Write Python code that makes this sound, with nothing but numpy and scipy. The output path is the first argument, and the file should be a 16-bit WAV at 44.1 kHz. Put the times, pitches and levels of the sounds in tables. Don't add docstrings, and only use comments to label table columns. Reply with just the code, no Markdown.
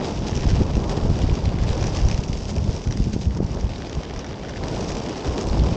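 import sys
import numpy as np
from scipy import signal
from scipy.fft import rfft, irfft
from scipy.io import wavfile
from scipy.ndimage import uniform_filter1d

SR = 44100
rng = np.random.default_rng(int(sys.argv[2]) if len(sys.argv) > 2 else 0)


def ratio(d):
    e = np.asarray(d, float) / 20
    return 10 ** e


def put_to_file(sound):
    columns = np.atleast_2d(sound).T
    safe = np.clip(columns, -1, 1)
    whole_steps = np.round(safe * 32767)
    wavfile.write(sys.argv[1], SR, whole_steps.astype(np.int16))


N = 254016
STEP = 32


def shaped(x, spectrum):
    hz, db = np.transpose(spectrum)
    f = np.maximum(np.fft.rfftfreq(N, 1 / SR), 1)
    gain_db = np.interp(np.log(f), np.log(hz), db, left=-90, right=-90)
    y = irfft(rfft(x) * ratio(gain_db), N)
    return y / y.std()


def split(x, hz):
    share = 1 / (1 + (np.fft.rfftfreq(N, 1 / SR) / hz) ** 6)
    parts = irfft(rfft(x) * np.sqrt([share, 1 - share]), N)
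    return parts / parts.std(axis=1, keepdims=True)


def walk(rate_hz):
    hold = int(SR / rate_hz)
    levels = np.repeat(rng.standard_normal(N // hold + 1), hold)
    slewed = uniform_filter1d(uniform_filter1d(levels, hold), hold)[:N]
    return slewed / slewed.std()


def curves(table):
    s, *columns = np.transpose(table)
    return [np.interp(np.arange(N) / SR, s, column) for column in columns]


def stretches(table):
    t = np.arange(0, N, STEP) / SR
    lift_db = sum(db * np.exp(-(2 * (t - s) / length) ** 4 / 2) for s, db, length in table)
    return np.repeat(lift_db, STEP)[:N]


def ring(x, modes):
    out = 0
    for k, (hz, width_hz, db) in enumerate(modes):
        b, a = signal.iirpeak(hz, hz / width_hz, SR)
        out = out + (-1) ** k * ratio(db) * signal.lfilter(b, a, x)
    return out


# time_s, weight_on_wheels_db, frame_looseness_db, lean_onto_edge_db
RIDE = [(0.0, -27.5, -40, -7.5), (0.06, -27.5, -38, 3), (0.16, -32, -41, -0.5), (0.48, -31.5, -39.5, -1),
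        (0.62, -29, -39.5, 1), (0.66, -33, -45.5, -2), (0.85, -29.5, -42, 3.5), (1.57, -32.5, -42.5, -4.5),
        (1.83, -29, -38, 1.5), (2.36, -35.5, -42.5, 3.5), (3.26, -39.5, -43.5, 2.5), (3.29, -38.5, -48, 2),
        (3.75, -35.5, -43, -3), (4.4, -36, -46, -9), (4.85, -30, -38.5, 5), (5.12, -31, -41, -4),
        (5.42, -27.5, -40, 4), (5.76, -29, -40, -1.5)]
# middle_s, rattle_lift_db, length_s
ROUGH_PATCHES = [(0.047, 3, 0.013), (0.17, 4, 0.04), (0.278, 3.5, 0.024), (0.381, 4, .04),
                 (0.437, 4, 0.018), (0.496, 4.5, 0.023), (.57, 0.5, .03), (0.711, 5.5, 0.0073),
                 (.91, 5, 0.038), (0.976, 3, 0.014), (1.175, 1, 0.022), (1.219, 5, 0.03),
                 (1.364, 2.5, 0.089), (1.706, 1.5, 0.034), (1.965, 4.5, 0.033), (2.111, 1.5, 0.055),
                 (2.50, 8, 0.029), (2.736, 5, 0.086), (3.142, 4, 0.023), (3.218, 6, 0.012),
                 (3.371, 9.5, 0.011), (4.163, 2, 0.03), (4.204, 3, 0.019), (4.491, 3.5, 0.024),
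                 (4.821, 0, 0.025), (5.262, 4, 0.044), (5.479, 0, 0.029)]
# middle_s, drumming_lift_db, length_s
WEIGHT_ROCKS = [(.92, 2.5, 0.14), (1.77, 2.5, 0.055), (2.13, 1, 0.061), (2.57, 3, 0.05), (2.75, 2.5, 0.12),
                (3.39, 3.5, 0.083), (3.55, 3, 0.07), (3.94, 0, 0.037), (4.18, 0.5, .1), (4.66, 3, .08),
                (4.77, 0, 0.11)]


def skates():
    load_db, loose_db, lean_db = curves(RIDE)
    rough_db = stretches(ROUGH_PATCHES)
    loose_db = loose_db + rough_db - 1
    low_db = loose_db - 3 - lean_db / 2 + 0.23 * (load_db + 38)
    high_db = loose_db - 5 + lean_db / 2
    judder_db = 1.9 * walk(70) + 0.34 * walk(27)
    drum_db = load_db + 3 + 0.27 * rough_db + stretches(WEIGHT_ROCKS)
    drumming = wheels(drum_db, judder_db)
    rattle = grit(low_db, high_db, judder_db)
    return drumming + rattle + knocks(small_blows(low_db, high_db) + clear_blows())


def stones(rate_hz, spread_db, fade_ms):
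    hit = rng.random(N) < rate_hz / SR
    jolt = hit * ratio(spread_db * np.minimum(rng.exponential(size=N), 2.5))
    fade = np.exp(-1000 / (fade_ms * SR))
    return rng.standard_normal(N) * (1 + signal.lfilter([1], [1, -fade], jolt))


# pitch_hz, density_db
WHEEL_SPECTRUM = [(120, -17.5), (200, -3.5), (236, -3), (387, -2), (465, -4), (604, -7.5), (925, -11.5),
                  (1600, -26.5), (2080, -37.5), (3520, -120)]


def wheels(level_db, judder_db):
    return shaped(stones(300, 0.31, 0.83), WHEEL_SPECTRUM) * ratio(level_db + 0.18 * judder_db)


# pitch_hz, density_db
GRIT_SPECTRUM = [(710, -36.5), (1200, -32), (1470, -6), (2900, -4.5), (4210, -7.5), (4830, -1.5),
                 (5820, -4.5), (7310, -10), (8310, -17.5), (9120, -28), (11900, -64), (20100, -120)]


def grit(low_db, high_db, judder_db):
    low, high = split(shaped(stones(220, 1.5, 1.0), GRIT_SPECTRUM), 3750)
    low = low * ratio(low_db - 2 + 0.5 * walk(30))
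    high = high * ratio(high_db + 0.5 * walk(30))
    return (low + high) * ratio(0.79 * judder_db)


def small_blows(low_db, high_db):
    luck = np.clip(rng.standard_normal((600, 3)), -1.6, 1.6)
    s = np.cumsum(np.exp(0.27 * luck[:, 0])) / 68
    keep = s < N / SR
    s, luck = s[keep], luck[keep]
    i = (s * SR).astype(int)
    size_db = 3.5 + 1.2 * luck[:, 1]
    colour_db = 3 * luck[:, 2]
    body_db = low_db[i] + size_db + colour_db
    ring_db = high_db[i] + size_db - colour_db
    return list(np.transpose([s, body_db, body_db, ring_db]))


# start_s, peak_db,
# hub_db, body_db, spacer_db
CLEAR_KNOCKS = [(0.0447, -21, -11.5, -10.5, -15), (0.1717, -24.5, -19, -12, -16.5),
                (0.2673, -24, -22, -9, -14), (0.3522, -22, -21.5, -13, -9.5),
                (0.374, -20, -20.5, -18, -10), (0.441, -21.5, -14, -16, -17),
                (0.475, -27, -14, -16, -10.5), (0.4877, -19, -17.5, -17, -16),
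                (0.5009, -15.5, -19, -15.5, -16), (0.5536, -25, -17.5, -11, -11),
                (0.565, -25, -14.5, -13, -13), (0.664, -31.5, -17, -7.5, -10),
                (0.704, -27.5, -16, -11, -16), (0.7342, -24, -17, -12.5, -14),
                (0.7522, -19.5, -22, -13, -12), (0.84, -28, -14, -7.5, -9), (0.8939, -21, -16, -13, -13),
                (0.9731, -28, -13, -11, -15), (1.0111, -31, -11, -8, -16), (1.035, -33, -19, -13.5, -15),
                (1.0997, -23, -22, -12, -18), (1.155, -25, -13, -10.5, -14), (1.189, -26, -10, -11, -11),
                (1.2174, -25.5, -13, -9, -8), (1.2526, -33, -16, -12, -15.5), (1.295, -24, -19, -9, -16),
                (1.34, -26, -21, -15, -9), (1.3524, -22.5, -19.5, -13, -10), (1.4545, -24.5, -18, -7, -9),
                (1.49, -24.5, -17.5, -11, -18), (1.5354, -40, -12.5, -15, -17),
                (1.5858, -30, -7, -9, -11.5), (1.6345, -22.5, -12, -12.5, -10.5),
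                (1.6807, -29.5, -15, -8, -8.5), (1.69, -21, -13.5, -10, -15), (1.7299, -23, -18, -10, -11),
                (1.7754, -25.5, -13, -14, -6.5), (1.826, -24, -12, -10, -8),
                (1.8396, -19.5, -8, -10, -10.5),
                (1.868, -20, -24, -20, -6), (1.932, -31, -15.5, -13, -12), (1.95, -23, -14, -11.5, -11),
                (2.0673, -29, -18, -21, -16), (2.0845, -23, -14, -10, -3.5), (2.1123, -15, -18, -17, -9.5),
                (2.176, -20.5, -16, -13.5, -11), (2.204, -31, -13, -10, -9), (2.2354, -23, -22, -10.5, -7),
                (2.283, -26, -16, -16.5, -11.5), (2.3293, -23.5, -18.5, -9, -9),
                (2.372, -25, -25, -13.5, -10), (2.39, -35, -13.5, -18, -13), (2.422, -33, -18, -13.5, -7),
                (2.4528, -27.5, -21, -10.5, -7), (2.4927, -27, -13, -12, -11),
                (2.5623, -21, -27, -15, -12.5), (2.581, -24.5, -20, -12, -10), (2.641, -26, -18, -11, -12),
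                (2.709, -35, -15, -14, -5), (2.7281, -26.5, -24.5, -18, -6), (2.7636, -26, -19, -11.5, -8),
                (2.8155, -30.5, -17, -10, -12.5), (2.8392, -29, -14, -11, -9.5),
                (2.8726, -27, -11, -12, -5), (2.9085, -24.5, -9.5, -11.5, -7),
                (2.923, -18.5, -16.5, -14.5, -12), (2.9721, -22.5, -14, -17, -11),
                (3.021, -30, -24, -11, -14), (3.04, -24, -23, -15, -15), (3.1305, -27.5, -21, -10.5, -10),
                (3.2114, -28, -24, -11, -15), (3.254, -28, -17, -13, -13.5), (3.307, -29, -11, -12.5, -19),
                (3.3478, -32, -13, -13.5, -7.5), (3.373, -33, -15.5, -12, -14), (3.463, -33, -17, -16, -8),
                (3.5162, -32.5, -15, -13, -5), (3.5453, -28.5, -16, -13.5, -10),
                (3.6093, -29.5, -10, -18, -8.5),
                (3.692, -30, -17, -9.5, -14), (3.718, -33.5, -20, -9, -16), (3.7344, -34, -12.5, -8, -12.5),
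               (3.7576, -29, -14, -8, -17.5), (3.802, -30, -16, -15, -13.5), (3.8202, -27, -11, -11, -13),
               (3.895, -22.5, -12.5, -13, -15.5), (3.928, -23, -15, -11.5, -15),
               (3.949, -23.5, -18, -15, -9.5), (4.0323, -22.5, -9, -15, -14.5),
               (4.096, -30, -7.5, -10.5, -13), (4.1078, -23, -15.5, -17, -18), (4.137, -27, -12, -15, -11),
               (4.1608, -26, -8, -17, -11), (4.1907, -22.5, -9, -17, -11.5), (4.2433, -20.5, -11, -20, -18),
               (4.2633, -30.5, -14, -14, -8), (4.2931, -27, -11, -17, -15), (4.309, -28, -8, -17, -17.5),
               (4.3287, -27.5, -7, -14, -16.5), (4.393, -31, -12, -15, -16.5),
               (4.4333, -27, -5.5, -17, -16), (4.448, -29, -6, -18, -15.5), (4.4844, -26.5, -8, -16.5, -13),
               (4.4934, -24, -7, -24, -16), (4.5361, -30, -6.5, -12.5, -19),
               (4.5593, -26.5, -9, -20.5, -23), (4.6358, -21.5, -15, -11, -17),
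               (4.6826, -22, -21, -12, -11.5), (4.741, -28, -16, -7, -16),
                (4.807, -18, -24, -12, -12), (4.826, -25, -18, -14.5, -11), (4.8407, -25.5, -22, -18.5, -9),
               (4.883, -29.5, -16.5, -10, -6.5), (4.9018, -21, -14, -13, -9),
               (4.9174, -19.5, -20, -10, -12), (4.9504, -27, -16.5, -10, -8), (4.9678, -22, -24, -13, -9),
               (4.982, -27, -20, -18, -13.5), (4.999, -25, -21, -17.5, -11), (5.036, -34, -11, -10, -11),
               (5.062, -21, -18.5, -15.5, -13.5), (5.0926, -21, -12, -15, -13),
               (5.1272, -27.5, -9, -17, -9.5), (5.1681, -28, -7, -16, -15.5),
               (5.2046, -28, -16.5, -10, -15), (5.246, -23, -8, -8.5, -20), (5.2743, -24, -12, -12, -16),
               (5.337, -30, -10.5, -14, -13), (5.3787, -19, -12, -12, -9.5),
               (5.4105, -22.5, -16, -13, -5.5), (5.469, -26, -14.5, -10.5, -9.5),
               (5.5296, -27, -8.5, -8, -14.5), (5.5912, -23.5, -21, -9, -14),
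               (5.6361, -24.5, -17, -15, -12), (5.686, -24.5, -14, -9.5, -12), (5.737, -27, -17, -9, -13),
                (0.2812, -25, -20, -8, -14.5), (0.2944, -26, -18, -12, -8), (0.31, -28, -21, -16, -7),
                 (0.3642, -21, -25, -15.5, -9), (0.3944, -28, -16, -11, -11),
                 (0.4077, -23, -14, -12.5, -12), (0.421, -22, -16.5, -13.5, -12),
                 (0.512, -22, -15, -15, -13), (0.7667, -24.5, -11, -13, -15),
                 (1.8089, -27.5, -14, -12.5, -4), (1.9696, -21.5, -14, -14, -5),
                 (1.9872, -25.5, -8, -11, -10), (2.0144, -25, -15, -13, -8), (2.034, -29, -18, -15, -15),
                 (2.05, -27.5, -15.5, -12, -8), (2.097, -20, -12, -17, -20), (2.1257, -23, -14, -12, -13),
                 (2.1433, -26.5, -10, -6, -5), (5.485, -22.5, -15, -14, -9), (4.577, -30.5, -6, -14.5, -17)]


def clear_blows():
    hits = CLEAR_KNOCKS
    return [(s, db + hub + 6, db + body + 5.5, db + spacer + 2) for s, db, hub, body, spacer in hits]


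# pitch_hz, width_hz, level_db
HUB_MODES = [(800, 510, -3), (1730, 590, 2)]
# pitch_hz, width_hz, level_db
BODY_MODES = [(2474, 510, 5.5), (2980, 700, 5.5), (3760, 1230, 2)]
# pitch_hz, width_hz, level_db
SPACER_MODES = [(5500, 1300, -17), (5620, 670, 8), (6630, 1100, 0), (8000, 1700, -12.5)]


def knocks(hits):
    span = 1500
    struck = np.zeros((3, N + span))
    chance = rng.standard_normal((len(hits), span))
    t = np.arange(span) / SR
    blow = (1 - np.exp(-t / 0.0003)) * np.exp(-t / 0.0014)
    after = ratio(np.array([[-13], [-19.5], [-19.5]])) * np.exp(-t / 0.014)
    for (s, *db), rough in zip(hits, chance):
        chatter = rough * (blow + after) / np.sqrt(np.sum((rough * blow) ** 2))
        start = int(s * SR)
        struck[:, start:start + span] += ratio(np.array(db) + 23.5)[:, None] * chatter
    parts = (HUB_MODES, BODY_MODES, SPACER_MODES)
    return sum(ring(x, modes) for x, modes in zip(struck, parts))[:N]


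# time_s, level_db
BREEZE_LEVEL = [(0.0, -34), (0.64, -25), (0.66, -34), (0.96, -26), (2.31, -30), (2.36, -34.5),
                (2.62, -25.5), (2.84, -35.5), (2.87, -25.5), (3.19, -24), (3.22, -30.5), (3.38, -24.5),
                (3.88, -35.5), (4.51, -34), (4.78, -27.5), (5.25, -36.5), (5.73, -23), (5.76, -34)]
# top_s, level_db, length_s
ROAR_PUFFS = [(0.19, -23, 0.13), (0.474, -10.5, 0.083), (0.633, -15, 0.094), (.77, -13.5, 0.13),
              (1.07, -16, 0.12), (1.24, -12, 0.028), (1.313, -16, 0.027), (1.453, -18.5, 0.14),
              (1.668, -18.5, 0.23), (1.85, -18.5, 0.18), (2.066, -12.5, 0.082), (2.32, -22, 0.07),
              (2.612, -19, 0.15), (2.884, -15.5, 0.026), (3.008, -17, 0.045), (3.17, -37, 0.033),
              (3.27, -16.5, 0.049), (3.44, -18.5, 0.031), (3.537, -19.5, 0.046), (3.644, -14.5, 0.026),
              (3.975, -16.5, 0.017), (4.1, -28, 0.12), (4.835, -28, 0.06), (5.295, -19, 0.059),
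              (5.595, -12.5, 0.12)]


def gusts():
    t = np.arange(0, N, STEP) / SR
    breeze_db, = curves(BREEZE_LEVEL)
    calm = ratio(-31.5 + 0.74 * (breeze_db + 29.5)) ** 2
    puffs = np.zeros(len(t))
    for s, db, length_s in ROAR_PUFFS:
        side_s = length_s * np.where(t < s, 0.61, 1)
        puffs += ratio(db) ** 2 * np.exp(-2 * np.abs(t - s) / side_s)
    puffs = np.interp(np.arange(N) / SR, t, puffs)
    lift_db = 10 * np.log10(1 + puffs / calm)
    roar_db = 10 * np.log10(calm) + lift_db
    flutter_db = breeze_db + 0.7 + 0.089 * lift_db
    return roar_db, flutter_db


# pitch_hz, density_db
WIND_SPECTRUM = [(8.8, -36.5), (15, -10), (48, 1.5), (71, 1), (209, -8), (237, -14), (306, -23.5),
                 (450, -30.5), (580, -50.5), (990, -120)]


def wind():
    roar_db, flutter_db = gusts()
    slow = shaped(rng.standard_normal(N) * ratio(1.9 * walk(22.3)), WIND_SPECTRUM)
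    quick = shaped(rng.standard_normal(N) * ratio(0.98 * walk(40)), WIND_SPECTRUM)
    return split(slow, 118)[0] * ratio(roar_db) + split(quick, 124.5)[1] * ratio(flutter_db)


# middle_s, peak_db, length_ms
EDDY_THUMPS = [(0.327, -12.5, 3.4), (0.365, -11, 3.1), (0.457, -10, 2), (0.535, -13, 3.9),
               (0.618, -7, 1.54), (0.779, -8.5, 1.45), (0.977, -8.5, 2.2), (1.051, -7, 2.9),
               (1.102, -5, 3.6), (1.242, -4.5, 2.5), (1.308, -12, 2.1), (1.327, -6, 5.5),
               (1.543, -10.5, 2.15), (1.822, -9, 4.6), (1.884, -14, 2.7), (2.192, -8.5, 3.8),
               (2.299, -10, 3.2), (2.692, -11, 4.7), (3.0037, -10, 1.9), (3.071, -9.5, 2.4),
               (3.14, -14, 2.4), (5.643, -11.5, 4.8), (5.725, -10, 3.2),
               (0.604, -16.5, 1.7), (0.612, -8, 1.8), (0.769, -11.5, 1.4), (1.115, -11, 2.9),
              (3.261, -20.5, 1.6), (3.448, -9.5, 4.8), (4.795, -21.5, 0.74), (0.472, -9.5, 4.5),
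              (.742, -15, 3.1), (5.7147, -11, 3.7), (2.012, -11.5, 4.6), (2.056, -12, 3.6), (2.143, -8, 11),
              (3.428, -11, 2.2), (3.982, -18, 3.1)]
# middle_s, peak_db, length_ms
EDDY_PULLS = [
    (0.491, -13.5, 6),
    (.531, -13.5, 2.6),
    (1.4796, -10, 3.6),
    (1.707, -5.5, 6.7),
    (2.8709, -10, 2.9),
    (2.958, -12.5, 2.2),
    (3.1638, -10.5, 1.5),
    (3.4046, -9, 1.27),
    (5.512, -9, 7),
    (5.6204, -8.5, 2.5),
]


def thumps():
    t = np.arange(N) / SR
    out = np.zeros(N)
    pushes = [(eddy, 1) for eddy in EDDY_THUMPS]
    pulls = [(eddy, -1) for eddy in EDDY_PULLS]
    for (s, db, ms), way in pushes + pulls:
        near = slice(max(int((s - 0.02) * SR), 0), int((s + 0.02) * SR))
        out[near] += way * ratio(db + 7) * np.exp(-((t[near] - s) / (0.00054 * ms)) ** 2)
    return signal.sosfilt(signal.butter(1, 75, "highpass", fs=SR, output="sos"), out)


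# start_s, peak_db, pitch_hz
STONE_TICKS = [(.7664, -31, 7540), (.917, -31, 7300), (1.1895, -27, 7500), (1.635, -32, 7400),
               (1.6805, -33, 7500), (1.9505, -31, 7400), (2.334, -22, 5200), (2.507, -31, 7600),
               (2.5545, -22, 5200), (2.5635, -32, 7500), (2.9728, -28.5, 7450), (4.494, -33.5, 7500),
               (5.093, -31, 7400), (5.2745, -32, 7360), (5.3905, -28, 6000), (5.428, -26, 7200),
               (5.433, -29, 6800), (5.4698, -26, 7200), (5.497, -20.5, 4480), (5.543, -31, 3000),
               (5.596, -19, 4000)]


def ticks():
    span = 400
    out = np.zeros(N + span)
    fade = np.exp(-np.arange(span) / SR / 0.0012)
    for s, db, hz in STONE_TICKS:
        band = [hz * 0.85, hz * 1.15]
        sos = signal.butter(2, band, "bandpass", fs=SR, output="sos")
        y = signal.sosfilt(sos, rng.standard_normal(span) * fade)
        start = int(s * SR)
        out[start:start + span] += ratio(db - 4) * y / np.abs(y).max()
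    return out[:N]


# pitch_hz, width_hz, level_db
WHEEL_HUM_MODE = [(385, 130, -11.5)]


def boom():
    middle_s, length_s = 4.76, 0.22
    t = np.arange(N) / SR
    return ring(rng.standard_normal(N), WHEEL_HUM_MODE) * np.exp(-(2 * (t - middle_s) / length_s) ** 2)


def scene():
    mono = skates() + wind() + thumps() + ticks() + boom()
    return np.array([mono, mono])


def roll_off(x):
    return signal.sosfilt(signal.butter(12, 9600, fs=SR, output="sos"), x)


def record(dry):
    soft = np.tanh(1.126 * dry) / 1.519
    dull = signal.sosfilt(signal.butter(6, 8200, fs=SR, output="sos"), soft)
    dull = signal.sosfilt(signal.butter(16, 9400, fs=SR, output="sos"), dull)
    mix = dull * np.minimum(np.arange(N)[::-1] / 60, 1)
    return roll_off(mix)


dry = scene()
out = record(dry)
put_to_file(out)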